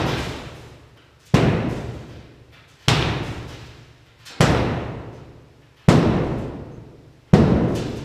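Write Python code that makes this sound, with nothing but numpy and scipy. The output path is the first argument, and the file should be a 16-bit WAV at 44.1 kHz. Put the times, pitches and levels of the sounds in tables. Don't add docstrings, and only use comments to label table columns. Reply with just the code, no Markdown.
import sys
import numpy as np
from scipy import signal
from scipy.fft import rfft
from scipy.io import wavfile

SR = 44100
rng = np.random.default_rng(int(sys.argv[2]) if len(sys.argv) > 2 else 0)


def transcribe(u):
    v = np.clip(np.atleast_2d(u).T, -1, 1)
    q = np.round(v * 32767).astype(np.int16)
    wavfile.write(sys.argv[1], SR, q)


N = 354563
BEFORE = 13230
M = N + BEFORE


def from_db(db):
    return 10 ** (np.asarray(db) / 20)


def rms_one(x):
    return x / np.sqrt(np.mean(x ** 2) + 1e-20)


def at_hz(table, hz, column=1):
    table = np.array(table)
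    return np.interp(np.log(hz), np.log(table[:, 0]), table[:, column])


def band(x, low_hz, high_hz):
    edges = [low_hz, min(high_hz, .45 * SR)]
    return signal.sosfilt(signal.butter(2, edges, "band", fs=SR, output="sos"), x)


def fade(size, t60):
    return from_db(-60 * np.arange(size) / SR / t60)


def add(out, s, x):
    i = round(s * SR) + BEFORE
    out[i:i + len(x)] += x[:M - i]


def bands():
    edges = 22 * 2 ** np.arange(0, 10, .5)
    return zip(edges, edges[1:], np.sqrt(edges[:-1] * edges[1:]))


# [f/Hz, relative density level/dB per Hz]
AIR = [(15, -42), (25, -9), (121, 14), (207, -6), (373, 0.5), (1090, -7.5), (2430, -9.5), (2700, -39),
       (3440, -9), (8000, -24), (11000, -30.5), (15000, -30)]
AIR_DB = -55


def air():
    white = rng.standard_normal((2, M))
    turning_points = rng.standard_normal(40)
    waver = rms_one(np.interp(np.arange(M) / SR, np.arange(40) / 4, turning_points))
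    total = np.zeros(M)
    for k, (low, high, hz) in enumerate(bands()):
        level_db = at_hz(AIR, hz) + 3.7 * waver * (hz < 250)
        total += from_db(level_db) * band(white[k % 2], low, high)
    return from_db(AIR_DB) * rms_one(total)


THUD_HZ = 160
KNOCK_HZ, KNOCK_SLOPE, BOOM_DB, BOOM_SLOPE_DB = 458, -8, -11, 0.18


def blow(thud_hz, thud_db, knock_db, crack_db, crack_hz, spray_db):
    size = 2048
    t = np.arange(size) / SR - .010
    since = np.maximum(t + 0.0028, 0)
    onset = 1 - np.exp(-since / 0.00085)
    swing = -np.sin(2 * np.pi * thud_hz * since) * onset * np.exp(-(since / 0.011) ** 2)

    early = np.maximum(t + 0.00573, 0)
    envelope = early / 0.0021 * np.exp(-early / 0.0031)
    forerunner = from_db(-6) * np.sin(2 * np.pi * 280 * early) * envelope

    click = 1. * (np.arange(size) == 441)
    knock_hz = KNOCK_HZ + KNOCK_SLOPE * (thud_hz - THUD_HZ)
    boom_db = BOOM_DB + BOOM_SLOPE_DB * (thud_hz - THUD_HZ)
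    boom = band(click, 67.4, 150)
    knock = band(click, knock_hz / 4.4, knock_hz * 1.647)
    crack = band(click, crack_hz / 1.7, crack_hz * 1.4)
    spray = band(click, 657, 8700)
    levels = [(boom_db, boom), (knock_db, knock), (crack_db, crack), (spray_db, spray)]
    struck = [from_db(db) * x / x.max() for db, x in levels]
    return np.array([from_db(thud_db) * (swing + forerunner), *struck])


# [f/Hz, reverberation time t60/s, level/dB before the early boost]
HALL = [(30.4, 2.26, -36), (60, 2, -31), (120, 1.66, -35.5), (191, 1.45, -34.5), (348, 1.84, -24),
        (635, 1.553, -28), (1534, 1.417, -24.5), (2800, 1.253, -23.5), (5000, 0.68, -25), (8000, 0.25, -26),
        (13000, 1.11, -58)]
# [f/Hz, level/dB before the early boost, t60/s]
HALL_MODES = [(69.7, -66.5, 2.7), (109.3, -67.5, 2.32), (119.3, -62.5, 2.23), (143.6, -69.5, 2.4),
              (223.5, -60, 1.58), (275.3, -67, 2.22), (340, -67.5, 2.4), (408, -65, 1.6), (504, -60, 1.82),
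              (581, -60, 2.1)]


def echoes(strength, count):
    size = 75000
    t = np.arange(size) / SR
    white = rng.standard_normal((2, count, size))
    out = np.zeros((count, size))
    for k, (low, high, hz) in enumerate(bands()):
        build_up = np.clip(t / (0.0027 + 4.7 / hz), 0, 1) ** 2
        swell = build_up * fade(size, at_hz(HALL, hz))
        level = from_db(at_hz(HALL, hz, column=2)) * strength(hz)
        out += level * band(white[k % 2], low, high) * swell
    for hz, level_db, t60 in HALL_MODES:
        phase = rng.random((count, 1))
        ring = np.sin(2 * np.pi * (hz * t + phase)) * np.clip(t / 0.031, 0, 1) * fade(size, t60)
        out += from_db(level_db) * strength(hz) * ring
    close = 1 + from_db(-8.5) * fade(size, 0.33)
    return out * close


# [contact t/s, thud f/Hz,
# thud level/dB, knock level/dB, crack level/dB, crack f/Hz, spray of chips level/dB, chips landing level/dB]
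BLOWS = [(-.17, 150, -5.5, -2, -20, 2270, 3, -47), (1.343, 166.3, -2, -3.5, -13.5, 1970, -7.5, -54.5),
         (2.8834, 133.4, -5.5, -4.5, -6.5, 3140, -2.5, -54),
         (4.4073, 156.7, -3.5, -1, -15, 2010, -0.5, -75), (5.8869, 167.2, 2.5, 0.5, -17, 2690, -2.5, -66),
         (7.337, 175, 4, 0.5, -17.5, 4040, -19, -60)]


def blows():
    out = np.zeros(M)
    parts = np.array([blow(*row[1:-1]) for row in BLOWS])
    fft_size = 2 ** 14
    power = np.sum(np.abs(rfft(parts, fft_size)) ** 2, axis=1)
    tails = echoes(lambda hz: np.sqrt(power[:, [round(hz / SR * fft_size)]]), count=len(BLOWS))
    size = 400
    crumble = rng.standard_normal((len(BLOWS), size)) * fade(size, .009)
    for row, (thud, boom, knock, crack, spray), grains, tail in zip(BLOWS, parts, crumble, tails):
        start = row[0] - .010
        head_on = from_db(8) * crack + from_db(-3) * spray
        unit_grains = grains / np.linalg.norm(grains)
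        sharp = knock + np.convolve(head_on, unit_grains)[:len(thud)]
        add(out, start, thud + boom + sharp)
        add(out, start + .006, from_db(-7) * sharp)
        add(out, start + 0.142, from_db(-8.5) * band(thud + sharp, 170, 3200))
        for turn in (1, 2, 3):
            add(out, start + .092 * turn, from_db(-1.5 - 5.3 * turn) * band(thud, 68, 260))
        add(out, row[0], tail)
    return out


# [t/s, level at the crest of each grit layer/dB, fall time constant/s,
# centre f/Hz]; the broad layer has a further offset
RUBBLE = [(0.05, -37, .1, 3350), (.54, -61.5, 0.14, 8400), (0.959, -52.5, 0.0038, 2330),
          (1.189, -61.5, 0.051, 5760), (1.25, -53.5, .014, 8500), (1.92, -63, 0.16, 5000),
          (2.07, -58, 0.094, 3600), (2.512, -54.5, 0.049, 2570), (2.672, -61, 0.056, 6060),
          (2.78, -58.5, 0.3, 3960), (3.47, -50.5, .096, 4300), (3.6, -61, 0.22, 5000),
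          (3.778, -84, 0.027, 4100), (4.05, -60.5, 0.023, 2940), (4.179, -58.5, 0.092, 3560),
          (4.25, -42.5, 0.023, 5560), (4.295, -43, 0.0094, 710), (5.118, -64, 0.051, 5000),
          (5.605, -62, 0.014, 2090), (5.755, -60, 0.1, 2800), (6.37, -62, .04, 8000),
          (7.115, -73, 0.013, 5000), (7.255, -60.5, 0.037, 1990), (7.742, -42.5, 0.034, 6140),
          (7.848, -56, 0.12, 5500), (7.951, -50.5, 0.028, 6000)]
CHIPS_DROP_S, CHIPS_LAST_S, CHIPS_HZ = .335, 0.16, 6600
SLIDE_RISE_S, SLIDE_EASE = 0.017, 0.92
GRIT_DB, GRIT_DB_PER_OCTAVE = -5.5, 4


def rubble():
    out, size = np.zeros(M), 24000
    landings = [(row[0] + CHIPS_DROP_S, row[-1], CHIPS_LAST_S, CHIPS_HZ) for row in BLOWS]
    slides = RUBBLE + landings
    t, shape = np.arange(size) / SR, (len(slides), size)
    sizes_db = 4.5 * np.minimum(rng.exponential(1, shape), 4.0)
    sizes = from_db(sizes_db) * rng.choice([-1, 1], shape)
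    clicks = (rng.random(shape) < 6000 / SR) * sizes
    for (s, crest_db, fall, centre_hz), swarm in zip(slides, clicks):
        rise = np.minimum(t / SLIDE_RISE_S, 1) ** SLIDE_EASE
        swell = rise * np.exp(-np.maximum(t - SLIDE_RISE_S, 0) / fall)
        grit = rms_one(band(swarm, centre_hz / 5.5, centre_hz * 1.35))
        broad_db = GRIT_DB + GRIT_DB_PER_OCTAVE * np.log2(centre_hz / 5000)
        broad = from_db(broad_db) * rms_one(band(swarm, 500, 16400))
        add(out, s, from_db(crest_db) * swell * (grit + broad))
    return out


# [f/Hz, level at the crest/dB, length/s]
SQUEAK = (6400, -69, 0.045)
SQUEAK_S = 6.705


def squeak():
    hz, level_db, length = SQUEAK
    out, size = np.zeros(M), 4000
    swell = np.sin(np.pi * np.minimum(np.arange(size) / SR / length, 1)) ** 2
    tone = rms_one(band(rng.standard_normal(size), hz * .96, hz * 1.04))
    add(out, SQUEAK_S, from_db(level_db) * swell * tone)
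    return out


def scene():
    small = rubble() + squeak()
    response = echoes(lambda hz: 1, count=1)[0]
    small = small + from_db(-2) * signal.fftconvolve(small, response)[:M]
    return (blows() + small + air())[None, BEFORE:]


CUTOFF_HZ = 15500


def record(dry):
    ramp = 40 * np.arange(N) / SR
    over_db = np.maximum(20 * np.log10(np.abs(dry[0]) + 1e-9) + 6, 0)
    excess_db = np.maximum.accumulate(over_db + ramp) - ramp
    r = np.exp(-1 / (0.025 * SR))
    smooth_db = signal.lfilter([1 - r], [1, -r], excess_db)
    held = dry * from_db(-.5 * smooth_db)
    rounded = 1.074 * np.tanh(held / 1.195)
    return signal.sosfilt(signal.cheby2(16, 60, CUTOFF_HZ, fs=SR, output="sos"), rounded)


dry = scene()
out = record(dry)
transcribe(out)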